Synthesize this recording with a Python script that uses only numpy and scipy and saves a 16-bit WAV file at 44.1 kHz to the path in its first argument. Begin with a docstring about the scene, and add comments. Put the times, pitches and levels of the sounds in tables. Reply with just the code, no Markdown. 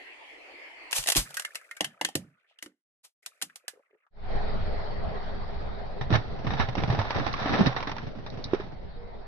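"""Crushing a toy and a melon

Two slowed-down scenes on asphalt. First a car tyre cracks a plastic toy: a noise drone for the engine
cuts out, then noise bursts through ringing filters make snaps, shards and debris against near silence.
Slower and duller, an idling car then rolls onto a melon: noise bursts and low sine thuds split the rind,
random grains crunch and squelch as pulp, and filtered bursts snap wire sticks."""
import sys
import numpy as np
from scipy import signal
from scipy.fft import rfft, irfft, next_fast_len
from scipy.io import wavfile
from scipy.ndimage import uniform_filter1d

SR = 44100
rng = np.random.default_rng(int(sys.argv[2]) if len(sys.argv) > 2 else 0)


def to_wav(sig):
    """Store sig (one row per channel, or 1-D mono) as 16-bit WAV at the path in sys.argv[1].

    Samples outside -1..1 are clipped; the rate is SR.
    """
    pcm = np.clip(np.atleast_2d(sig), -1, 1) * 32767
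    pcm = np.round(pcm).astype(np.int16)
    wavfile.write(sys.argv[1], SR, pcm.T)  # frames by channels


N = 408807

# Levels inside a sound are relative; t60 is the time to fall by 60 dB.
# engine in the first scene: f/Hz, relative level/dB per Hz
NEAR_DRONE = [(30, -37), (57, -3), (160, -74.5), (281, -4.5), (815, -2.5), (1460, -10.5), (2090, 3),
              (3060, -6.5), (3840, -21.5), (4360, -13), (5770, -26.5), (9500, -32.5), (12000, -35.5),
              (12600, -59)]
# left-right likeness of the first engine: f/Hz, likeness (-1 to 1)
NEAR_SAME = [(80, 0.63), (300, 0.49), (700, 0.29), (1500, -0.18), (6000, -0.1)]
NEAR_DB, NEAR_END_S, NEAR_FADE_S = -48.5, .9, 0.1

# plastic snaps: t/s, level/dB, shard ring f/Hz, fizz level/dB relative to the snap, before a shared 7 dB lift
SNAPS = [(0.91, -31, 1060, -4), (0.918, -32, 2390, -3), (0.928, -9.5, 2580, -15.5),
         (0.982, -19.5, 2620, -5), (1.027, -34, 3030, -3), (1.038, -28.5, 2970, 0), (1.06, -20, 725, -17),
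         (1.072, -22.5, 3740, -0.5), (1.079, -14.5, 2540, -10.5), (1.086, -12.5, 734, -6.5),
         (1.1, -14, 3330, -5), (1.12, -15, 2810, -4), (1.15, -15, 3120, -12), (1.158, -26.5, 3060, 5),
         (1.306, -32.5, 930, -15), (1.369, -24.5, 1670, -4), (1.396, -20, 1670, -8.5),
         (1.421, -25, 1650, -15), (1.449, -14, 2120, -20), (1.547, -34.5, 2070, -9), (1.554, -20, 2600, -9),
         (1.711, -23, 1910, -23), (1.767, -35.5, 1710, -10), (1.807, -6, 750, -24),
         (1.844, -15, 3080, -17.5), (2.012, -8, 810, -26.5), (2.048, -6.5, 3120, -19.5),
         (2.087, -23, 786, -19.5), (2.153, -15.5, 617, -9), (2.587, -34.5, 2930, -35),
         (2.625, -22, 2017, -15), (2.66, -30, 1500, -22), (3.261, -29, 3730, -1), (3.415, -23.5, 1560, -12),
         (3.422, -28, 2870, 3), (3.557, -48, 1470, 11), (3.68, -21, 1670, -9)]
# base plate the shards broke from: f/Hz, width/Hz, relative level/dB
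BASE = [(1836, 100, -11), (2015, 120, -11), (2860, 260, -4.5)]
# bright fizz of a fresh fracture: f/Hz, relative level/dB per Hz
FIZZ = [(290, -27), (500, -10.5), (765, -8.5), (1790, -9), (3070, -4.5), (4200, -3.5), (12400, -5),
        (13900, -19.5), (14800, -47)]
SNAP_T60_S, SHARD_CYCLES = 0.1, 48  # a shard's ring is 130 Hz wide plus f / SHARD_CYCLES
# shell tearing and skidding, hisses that start at once or swell briefly:
# start t/s, peak t/s, level/dB, t60/s
RIPS = [(0.929, 0.965, -25.5, 0.24), (1.163, 1.166, -16.5, 0.16), (1.342, 1.343, -36, 0.08),
        (2.613, 2.636, -51.5, 0.11), (3.03, 3.05, -50, 0.1)]
# the tyre drops as the toy gives way: t/s, f/Hz, peak level/dB
LURCHES = [(0.986, 38.7, -45), (1.176, 42.54, -28)]
# the car floor hums after two bursts: t/s, level/dB
HUMS = [(.99, -42.5), (1.18, -37)]
HUM_HZ, HUM_T60_S = 140, 0.12
# hollow body knocked on the asphalt: t/s, peak level/dB, rumble f/Hz
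KNOCKS = [(1.159, -26.5, 130), (1.808, -31, 170), (2.013, -40, 200), (2.048, -37, 243), (2.153, -22.5, 148),
          (2.628, -51.5, 277), (2.662, -43.5, 258.4), (3.423, -46.5, 190.7)]
# modes of the toy's hollow body: f/Hz, relative level/dB, t60/s
SHELL = [(304.6, -5.5, 0.1), (346, -10.5, .09), (535, -15, 0.082)]
# shards scrape as the tyre presses and lifts off: start t/s, end t/s, first level/dB, last level/dB
DEBRIS = [(1.253, 2.724, -51.5, -79), (3.23, 4.06, -68, -77.5)]
# rustle and grit relative to the scrape; the grit thins out by each end
RUSTLE_DB, GRIT_DB, GRIT_FADE_DB = -12, -4, -22.5
# loose pieces slide a little: t/s, level/dB, f/Hz
SETTLING = [(1.62, -60, 1600), (1.97, -67, 646), (2.4, -82, 3040), (2.512, -68, 2760)]
SETTLE_S = 0.029
# small pieces rock and tap: t/s, level/dB, f/Hz
TAPS = [(2.51, -76, 650), (3.498, -59.5, 1720), (3.638, -71, 477), (3.733, -65, 453), (3.753, -66, 426),
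        (3.771, -63, 460), (3.793, -67, 524), (3.905, -75, 405), (3.93, -69, 405), (3.948, -69, 410),
        (4.066, -71.5, 1150)]
# a hollow piece clacking on the asphalt: t/s, peak level/dB
CLACKS = [(1.37, -23.5), (1.396, -33), (1.448, -25.5), (1.554, -32), (1.712, -32), (1.769, -36.5),
          (1.845, -30), (2.013, -26.5)]
# modes of that piece: f/Hz, relative level/dB, t60/s
PIECE = [(1470, -7.5, 0.08), (1670, 1.5, 0.073), (2107, 1, 0.077), (2650, -6.5, .05)]
# left-right likeness of the toy: f/Hz, likeness (-1 to 1)
TOY_SAME = [(100, 0.95), (700, 0.72), (1500, 0.06), (4000, 0.47)]

# engine in the second scene: f/Hz, relative level/dB per Hz
SLOW_DRONE = [(16, -11.5), (28, 5.5), (54, -17.5), (216, -19.5), (259, -29.5), (415, -26.5), (727, -22),
              (1110, -32.5), (2040, -36.5), (2730, -46), (4380, -42), (6000, -61), (7800, -99)]
# pipe and panel resonance in it: f/Hz, width/Hz, relative level/dB
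SLOW_RINGS = [(407, 31, 10.5)]
# the car rolls away: t/s, level/dB
SLOW_LEVEL = [(4.1, -30.5), (5.4, -35.5), (5.95, -37.5), (8.0, -43.5), (9.27, -44)]
# left-right likeness of the second engine: f/Hz, likeness (-1 to 1)
SLOW_SAME = [(40, 0.86), (800, 0.2), (2000, 0.088), (5000, 0.4)]
FADE_IN_S = .25
# exhaust throb relative to the drone, with a surge as the car pulls off
THROB_DB, THROB_SURGE_DB, THROB_SETTLE_S = 4, 6, 0.45

# rind splitting: t/s, level/dB, thud f/Hz, thud level/dB relative to the break
BREAKS = [(6.011, -19, 129, -3), (6.104, -17.5, 188, -2), (6.126, -12.5, 112.3, 0.5),
          (6.149, -12, 108, -3.5), (6.468, -18, 120.7, -1.5), (6.505, -15.5, 77.7, -14),
          (6.537, -21.5, 132, -2), (6.598, -10, 90.7, -6), (6.686, -24, 124, 1.5),
          (6.781, -19.5, 73.3, -10.5), (6.837, -24.5, 131, 5.5), (6.9, -20, 117, 4),
          (6.99, -16, 102.7, -2.5), (7.198, -21.5, 298, -5), (7.267, -23, 111.6, -7), (7.458, -15, 282, -5),
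          (7.537, -11.5, 217.6, -7.5), (7.608, -14, 192, 5.5), (7.66, -14, 165, -4.5),
          (7.673, -27.5, 128.7, 9.5), (7.764, -15.5, 117, -28), (7.873, -18.5, 284, -9.5),
          (8.263, -24.5, 72.4, -30), (8.534, -18.5, 363, 8), (8.599, -29, 390, 3.5)]
# what rind and pulp ring with: f/Hz, width/Hz, relative level/dB
PULP = [(445, 66, 1.5), (788, 270, 10.5), (1090, 510, 9.5), (1707, 110, 5), (3694, 390, 4)]
# sharp edge of a break: f/Hz, relative level/dB per Hz
SPRAY = [(1200, -58.5), (2200, -5.5), (2900, -15), (3800, 13.5), (5600, 2.5)]
# t60 of a -22 dB break; t60 grows by LONGER_PER_DB (itself in dB) for each dB above that
BREAK_T60_S, LONGER_PER_DB, BREAK_FIZZ_DB = 0.1, 0.4, -11.5
# pulp squeezed under the tread: t/s, crunch level/dB
CRUSH = [(6.1, -44), (6.14, -20.5), (6.22, -46.5), (6.43, -51.5), (6.6, -30), (6.72, -42.5), (7.03, -29),
         (7.3, -33), (7.55, -27), (7.74, -35), (8.0, -43), (8.25, -64), (8.6, -40), (8.75, -68.5)]
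# melon and tyre cavity: f/Hz, width/Hz, relative level/dB
HOLLOW = [(122.3, 42, 8.5), (200, 69, -1)]
BOOM_DB, BOOM_FOLLOWS = 4, 0.36  # boom relative to a -41 dB crunch; it swells less than the crunch
# short hollow pops of rind and pulp: t/s, peak level/dB, f/Hz
POPS = [(6.115, -20.5, 328), (6.154, -16, 1500), (6.468, -25, 850), (6.536, -23, 790), (6.688, -24, 817),
        (6.753, -22.5, 790), (6.803, -24, 787), (6.836, -16, 783), (6.901, -19.5, 790), (6.948, -21, 754),
        (6.989, -21, 747), (7.015, -21, 910), (7.106, -16, 890), (7.146, -25.5, 894), (7.198, -27, 598),
        (7.266, -19, 780), (7.278, -21.5, 828), (7.339, -18, 1140), (7.367, -29, 1200),
        (7.727, -26.5, 1040), (7.764, -20.5, 787), (7.805, -24, 970), (7.827, -22, 1060),
        (7.872, -25, 1150), (7.895, -25, 790), (7.916, -23.5, 1030), (7.966, -27, 890), (7.983, -25, 1500),
        (8.546, -20, 422)]
POP_CYCLES, POP_SCALE_S = 4.5, 0.0015  # cavity f over its width; time scale of the crack
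# wire sticks snapping: t/s, peak level/dB
STICKS = [(7.329, -24.5), (7.427, -28), (7.667, -12), (8.301, -30.5), (8.441, -18)]
STICK_T60_S = 0.081
GUSH_FROM_S, GUSH_TO_S, GUSH_HZ, GUSH_DB = 7.47, 7.68, 250, -27
MOAN_S, MOAN_HALF_S, MOAN_HZ, MOAN_DB = 9.03, 0.076, 475, -49.5
# left-right likeness of the melon: f/Hz, likeness (-1 to 1)
MELON_SAME = [(60, 0.083), (700, 0.49), (2000, 0.073), (5000, 0.059)]
SLOW_EDGE_HZ, EDGE_HZ = 6000, 14900  # top of the second scene's band, and of the whole sound's


def amp(db):
    """Turn decibels into a plain multiplier."""
    return 10 ** (np.asarray(db) / 20)


def evened(x):
    """Scale to an average (RMS) strength of one."""
    return x / np.sqrt(np.mean(x ** 2) + 1e-20)


def peaked(x):
    """Scale so that the left side peaks at one."""
    return x / abs(x[0]).max()


def read(points, hz):
    """Read a table between its frequencies, on a logarithmic pitch scale."""
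    f, value = np.transpose(points)
    return np.interp(np.log(hz + 1), np.log(f + 1), value)


def curve(rows):
    """Every column of a time table, sample by sample."""
    s, *columns = np.transpose(rows)
    return [np.interp(np.arange(N) / SR, s, c) for c in columns]


def within(rows):
    """One while the table runs, with short fades just outside it and zero beyond."""
    t = np.arange(N) / SR
    return np.clip(np.minimum(t - rows[0][0], rows[-1][0] - t) / 0.0065 + 1, 0, 1)


def colour(x, points):
    """Give a sound the table's spectrum, with a filter that never sounds before its input."""
    hz = abs(np.fft.fftfreq(4096, 1 / SR))
    log_gain = np.log(amp(np.maximum(read(points, hz), -100)))
    taps = np.fft.ifft(np.exp(np.conj(signal.hilbert(log_gain)))).real[:2048]
    taps = taps / np.linalg.norm(taps)
    return signal.oaconvolve(x, taps[None], axes=-1)[..., :x.shape[-1]]


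def low_pass(x, hz):
    """Remove what lies above a frequency."""
    return signal.oaconvolve(x, signal.firwin(511, hz, window=("kaiser", 9), fs=SR)[None], "same")


def ring(x, hz, width):
    """One damped mode: a wider resonance dies away sooner."""
    r = np.exp(-np.pi * width / SR)
    return signal.lfilter([1, 0, -1], [1, -2 * r * np.cos(2 * np.pi * hz / SR), r * r], x)


def steep_ring(x, hz, width):
    """The same mode twice in a row, which cuts away more of the other pitches."""
    return evened(ring(ring(x, hz, width), hz, width))


def ring_bank(x, modes):
    """Several modes rung by one sound, each brought to its own level."""
    return sum(amp(db) * evened(ring(x, hz, width)) for hz, width, db in modes)


def ports(x, same, lead_s=0.):
    """Two spaced microphones: at each pitch they share part of the sound, and the left may lead."""
    size = next_fast_len(N)
    hz, (left, other) = np.fft.rfftfreq(size, 1 / SR), rfft(x, size)
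    likeness = np.clip(read(same, hz), -1, 1)
    shared = likeness * left * np.exp(-2j * np.pi * hz * lead_s)
    right = shared + np.sqrt(1 - likeness ** 2) * other
    return np.array([x[0], irfft(right, size)[:N]])


def patchy(points, patch_db):
    """Noise with drifting louder and softer patches."""
    hz = np.fft.rfftfreq(1024, 1 / SR)
    a, b, c, d, patches = rng.standard_normal((N // 256 + 5, 513, 5)).T
    patches = evened(uniform_filter1d(uniform_filter1d(patches, 10, 0), 12, 1))
    gain = amp(read(points, hz)[:, None] + patch_db * patches)
    spectrum = np.array([a + 1j * b, c + 1j * d]) * gain
    return evened(signal.istft(spectrum, nperseg=1024, noverlap=768)[1][:, :N])


def crackle(per_s, spread_db, grain_s):
    """Tiny fractures at random moments, a few much larger, each a short burst of noise."""
    size = amp(spread_db * np.minimum(rng.exponential(1, N), 4)) * (rng.random(N) < per_s / SR)
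    power = signal.lfilter([1], [1, -np.exp(-1 / (grain_s * SR))], size ** 2)
    return evened(np.sqrt(power) * rng.standard_normal((2, N)))


def add(mix, s, sound, pan_db):
    """Mix in a sound from a given second; a positive pan favours the left."""
    part = mix[:, round(s * SR):][:, :sound.shape[1]]
    part += (sound * amp([[pan_db / 2], [-pan_db / 2]]))[:, :part.shape[1]]


def near_engine():
    """First engine: a patchy noise drone that soon cuts out."""
    t = np.arange(N) / SR
    fade = np.clip(1 - (t - NEAR_END_S) / NEAR_FADE_S, 0, 1)
    return ports(amp(NEAR_DB) * fade * patchy(NEAR_DRONE, 2.84), NEAR_SAME)


def snaps():
    """Each fracture is a noise burst that rings a shard and the base plate and sprays bright fizz."""
    out, t = np.zeros((2, N)), np.arange(12000) / SR
    noise = rng.standard_normal((len(SNAPS), 2, len(t)))
    sides_db = 0.3 + 2.5 * rng.standard_normal(len(SNAPS))
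    for (s, db, hz, fizz_db), z, pan_db in zip(SNAPS, noise, sides_db):
        # a sharp first break, its decay, and a weaker tail thrown back by ground and car floor
        burst = z * (2.0 * np.exp(-t / 0.0032) + amp(-60 * t / SNAP_T60_S) + amp(-19 - 60 * t / 0.3))
        click = 0.69 * np.exp(-abs(t - .001) / .00003)
        burst = burst * (1 - np.exp(-t / 0.00064)) + click
        blow = burst * (0.58 + np.exp(-t / 0.0048))
        base = sum(amp(g) * ring(blow, f, w) for f, w, g in BASE)
        shard = peaked(ring(blow, hz, 130.0 + hz / SHARD_CYCLES) + base)
        fizz = peaked(colour(burst * (0.37 + np.exp(-t / 0.027)), FIZZ))
        # every fizz is raised by a further 7 dB
        add(out, s, amp(db) * (amp(-7.5) * shard + amp(fizz_db + 7.0) * fizz), pan_db)
    return out


def rips():
    """Tearing, skidding plastic: fizz-coloured noise starts at once or swells briefly, then dies away."""
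    out, t = np.zeros((2, N)), np.arange(12000) / SR
    for start, peak, db, t60 in RIPS:
        rise = np.clip(t / (peak - start), 0, 1) ** 2
        fall = amp(-60 * np.maximum(t - peak + start, 0) / t60)
        hiss = colour(rng.standard_normal((2, len(t))), FIZZ)
        add(out, start, amp(db) * rise * fall * hiss, 0)
    return out


def lurches():
    """The dropping tyre gives a few deep, quickly damped swings."""
    out, t = np.zeros((2, N)), np.arange(12000) / SR
    for s, hz, db in LURCHES:
        swing = t * hz * np.exp(-t * hz * 2.2) * np.sin(2 * np.pi * hz * t)
        add(out, s, amp(db) * peaked(np.array([swing, swing])), 0)
    return out


def floor_hums():
    """The car floor hums after a burst: a low sine that dies away."""
    out, t = np.zeros((2, N)), np.arange(12000) / SR
    hum = amp(-60 * t / HUM_T60_S) * np.sin(2 * np.pi * HUM_HZ * t) * (1 - t / t[-1])
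    for s, db in HUMS:
        add(out, s, amp(db) * np.array([hum, hum]), 0)
    return out


def knocks():
    """Each knock rings the hollow body, which then judders on the ground as a low rumble."""
    out, t = np.zeros((2, N)), np.arange(12000) / SR
    shell = sum(amp(db - 60 * t / t60) * np.sin(2 * np.pi * hz * t) for hz, db, t60 in SHELL)
    thump = shell * (1 - np.exp(-t / 0.0006))
    for (s, db, hz), z in zip(KNOCKS, rng.standard_normal((len(KNOCKS), len(t)))):
        fade = amp(-13.5 - 60 * t * hz / 55.0) * (1 - t / t[-1])
        rumble = evened(ring(ring(z, hz, hz / 2), hz, hz)) * fade
        add(out, s, amp(db) * peaked(np.ones((2, 1)) * (thump + rumble)), -1.5)
    return out


def debris():
    """Scattered scrapes of many pitches dying away under bright grit, short slides and small taps."""
    grit, t = crackle(600, 3.3, .004), np.arange(N) / SR
    pitches = np.geomspace(1250., 2400., num=5)
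    scrape = evened(sum(steep_ring(crackle(80, 3.5, .003), hz, hz / 5.) for hz in pitches))
    rustle = steep_ring(grit, 560, 350.)
    scrape_gain, grit_gain, out = np.zeros(N), np.zeros(N), np.zeros((2, N))
    for start, end, first_db, last_db in DEBRIS:
        span = [(start, first_db, GRIT_DB), (end, last_db, GRIT_DB + GRIT_FADE_DB)]
        level_db, grit_db = curve(span)
        scrape_gain += within(span) * amp(level_db)
        grit_gain += within(span) * amp(level_db + grit_db)
    for s, db, hz in SETTLING:
        out += amp(db) * np.exp(-((t - s) / SETTLE_S) ** 2) * steep_ring(grit, hz, hz / 2)
    for (s, db, hz), z in zip(TAPS, rng.standard_normal((len(TAPS), 2, 2000))):
        push = z * np.exp(-t[:2000] / 0.0077)
        add(out, s, amp(db) * evened(ring(ring(push, hz, hz / 4.1), hz, hz)), 0)
    return out + scrape_gain * (scrape + amp(RUSTLE_DB) * rustle) + grit_gain * colour(grit, FIZZ)


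def clacks():
    """Each landing wakes the modes of a hollow piece by different amounts and shifts their pitches a little."""
    out, t = np.zeros((2, N)), np.arange(6000) / SR
    hz, db, t60 = np.transpose(PIECE)[:, :, None]
    for (s, peak_db), c in zip(CLACKS, rng.standard_normal((len(CLACKS), 2, len(PIECE), 2))):
        woken_db = 3 * c[..., :1]
        bend = 1 + .05 * c[0, :, 1:]
        swing = np.sin(2 * np.pi * (hz * bend * t + c[..., 1:]))
        modes = amp(db + woken_db - 60 * t / t60) * swing
        # the piece rattles while it rings, which blurs every mode
        rattle = evened(uniform_filter1d(rng.standard_normal(modes.shape), size=150))
        modes = modes * (1 + 0.28 * rattle)
        add(out, s, amp(peak_db) * peaked(modes.sum(axis=1) * (1 - np.exp(-t / 0.00078))), 0)
    return out


def toy():
    """All sounds of the breaking toy, heard by two microphones."""
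    parts = snaps() + rips() + lurches() + floor_hums() + knocks() + debris() + clacks()
    return ports(parts, TOY_SAME, lead_s=0.00012)


def slow_engine():
    """Second engine: a patchy, ringing noise drone plus a slow sine throb from the exhaust."""
    t = np.arange(N) / SR
    # the idle hunts a little, so the throb wanders in pitch around 16 Hz
    wander = evened(uniform_filter1d(rng.standard_normal(N), size=6000))
    turns = np.cumsum(16.0 * (1 + .03 * wander)) / SR
    since = np.maximum(t - SLOW_LEVEL[0][0], 0)
    throb_db = THROB_DB + THROB_SURGE_DB * np.exp(-(since / THROB_SETTLE_S) ** 2)
    throb = amp(throb_db) * np.sin(2 * np.pi * turns - np.array([[0], [.9]]))
    drone = patchy(SLOW_DRONE, 2.2)
    rings = evened(ring_bank(drone, SLOW_RINGS))
    drone = (drone + amp(-14.0) * rings) * (1 + 0.09 * np.cos(2 * np.pi * turns))
    level = amp(curve(SLOW_LEVEL)[0]) * np.minimum(since / FADE_IN_S, 1) ** 2
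    # the engine sits to one side, so its drone reaches the left microphone first
    return level * (ports(drone, SLOW_SAME, lead_s=0.00158) + throb)


def rind_breaks():
    """Each split of the rind is a ringing knock, a low sine thud and a spray of fizz."""
    out, t = np.zeros((2, N)), np.arange(8000) / SR
    noise = rng.standard_normal((len(BREAKS), 2, len(t)))
    # every break lands elsewhere: its side and the modes it wakes differ
    chance = rng.standard_normal((len(BREAKS), len(PULP) + 2))
    for (s, db, thud_hz, thud_db), z, c in zip(BREAKS, noise, chance):
        t60 = BREAK_T60_S * amp(LONGER_PER_DB * (db + 22.0))
        burst = (1.1 + z) * 3.3 * np.exp(-t / 0.00067) + z * amp(-60 * t / t60)
        # wet rind gives way over a couple of milliseconds
        burst = burst * (1 - np.exp(-t / 0.00052)) ** 2
        woken = [(f, w, g + 2.5 * u) for (f, w, g), u in zip(PULP, c)]
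        knock = peaked(ring_bank(burst, woken))
        fizz = peaked(colour(burst, SPRAY))
        # soft flesh damps every thud after the same number of cycles; it reaches the sides out of step
        turn = np.array([[0], [0.8 * c[-2]]])
        fade = (1 - np.exp(-t / 0.00038)) * amp(-60 * t * thud_hz / 15.3)
        thud = fade * np.sin(2 * np.pi * thud_hz * t - turn)
        split = amp(-4.0) * knock + amp(BREAK_FIZZ_DB) * fizz + amp(thud_db) * thud
        add(out, s, amp(db) * split, 2.0 * c[-1])
    return out


def squelch():
    """Many small cells burst at random, each a short ring at its own pitch and side."""
    size = amp(3.0 * np.minimum(rng.exponential(1, N), 3)) * (rng.random(N) < 700. / SR)
    pitches = np.geomspace(550., 2300., num=16)
    cell, sides = rng.integers(0, len(pitches), N), rng.choice([-1, 1], (len(pitches), 1))
    rings = np.array([ring(ring(size * (cell == k), hz, hz / 6.5), hz, hz) * hz
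                      for k, hz in enumerate(pitches)])
    return evened(np.array([rings.sum(axis=0), (sides * rings).sum(axis=0)]))


def crushed_pulp():
    """Squeezed pulp crunches and squelches in fits, over a hollow boom from the cavity."""
    crunch_db = curve(CRUSH)[0]
    boom_db = BOOM_DB - (1 - BOOM_FOLLOWS) * (crunch_db + 41.0)
    boom = evened(ring_bank(crackle(110, 5.55, 0.012), HOLLOW))
    # each mode has grains of its own, and large cracks wake them all
    cracks = crackle(400, 4.5, .004)
    crunch = evened(sum(amp(g) * evened(ring(0.4 * cracks + crackle(370, 1.6, 0.0057), f, w))
                        for f, w, g in PULP))
    # the pulp gives way in fits, with quieter gaps
    fits = amp(2.13 * evened(uniform_filter1d(rng.standard_normal(N), size=1200)))
    wet = fits * (amp(-6.5) * crunch + amp(-7.0) * squelch())
    return within(CRUSH) * amp(crunch_db) * (wet + amp(boom_db) * boom)


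def pops():
    """Each pop is a brief crack ringing one small cavity, with a second ring at 1850 Hz."""
    out, t = np.zeros((2, N)), np.arange(2000) / SR
    for (s, db, hz), z in zip(POPS, rng.standard_normal((len(POPS), 2, len(t)))):
        crack = (1 + 0.3 * z) * t / POP_SCALE_S * np.exp(-t / POP_SCALE_S * 3.0) * rng.choice([-1, 1])
        crack = crack + 0.13 * z * np.exp(-t / 0.0072)
        pop = ring(crack, hz, hz / POP_CYCLES) + .6 * ring(crack, 1850., 600.)
        add(out, s, amp(db) * peaked(pop), -2.0)
    return out


def sticks():
    """A snapping wire stick is a sharp noise burst with a short bright tail."""
    out, t = np.zeros((2, N)), np.arange(8000) / SR
    for (s, db), z in zip(STICKS, rng.standard_normal((len(STICKS), 2, len(t)))):
        fade = 2.7 * np.exp(-t / 0.0016) + amp(-60 * t / STICK_T60_S)
        snap = z * (1 - np.exp(-t / 0.00058)) * fade
        add(out, s, amp(db) * peaked(colour(snap, SPRAY)), 0)
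    return out


def gush():
    """The melon bursts and juice gurgles out: lumpy grains ring one low, wide mode."""
    gurgle = evened(ring(crackle(80, 4.2, 0.013), GUSH_HZ, 90.))
    return amp(GUSH_DB) * within([[GUSH_FROM_S], [GUSH_TO_S]]) * gurgle


def moan():
    """A faint, short sine tone near the end."""
    t = np.arange(N) / SR
    swell = np.exp(-((t - MOAN_S) / MOAN_HALF_S) ** 4)
    return amp(MOAN_DB) * swell * np.sin(2 * np.pi * MOAN_HZ * t)


def melon():
    """All sounds of the crushed melon and the late tone, a little stronger on the right before the microphones."""
    parts = rind_breaks() + crushed_pulp() + pops() + sticks() + gush() + moan()
    return ports(parts * amp([[-1.2], [1.2]]), MELON_SAME, lead_s=.0001)


def scene():
    """The toy, then the melon; slowing the second scene has pulled its whole band down."""
    first = near_engine() + toy()
    second = slow_engine() + melon()
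    return first + low_pass(second, SLOW_EDGE_HZ)


def record(dry):
    """Limit the band: the highest treble is removed."""
    return low_pass(dry, EDGE_HZ)


dry = scene()
out = record(dry)
to_wav(out)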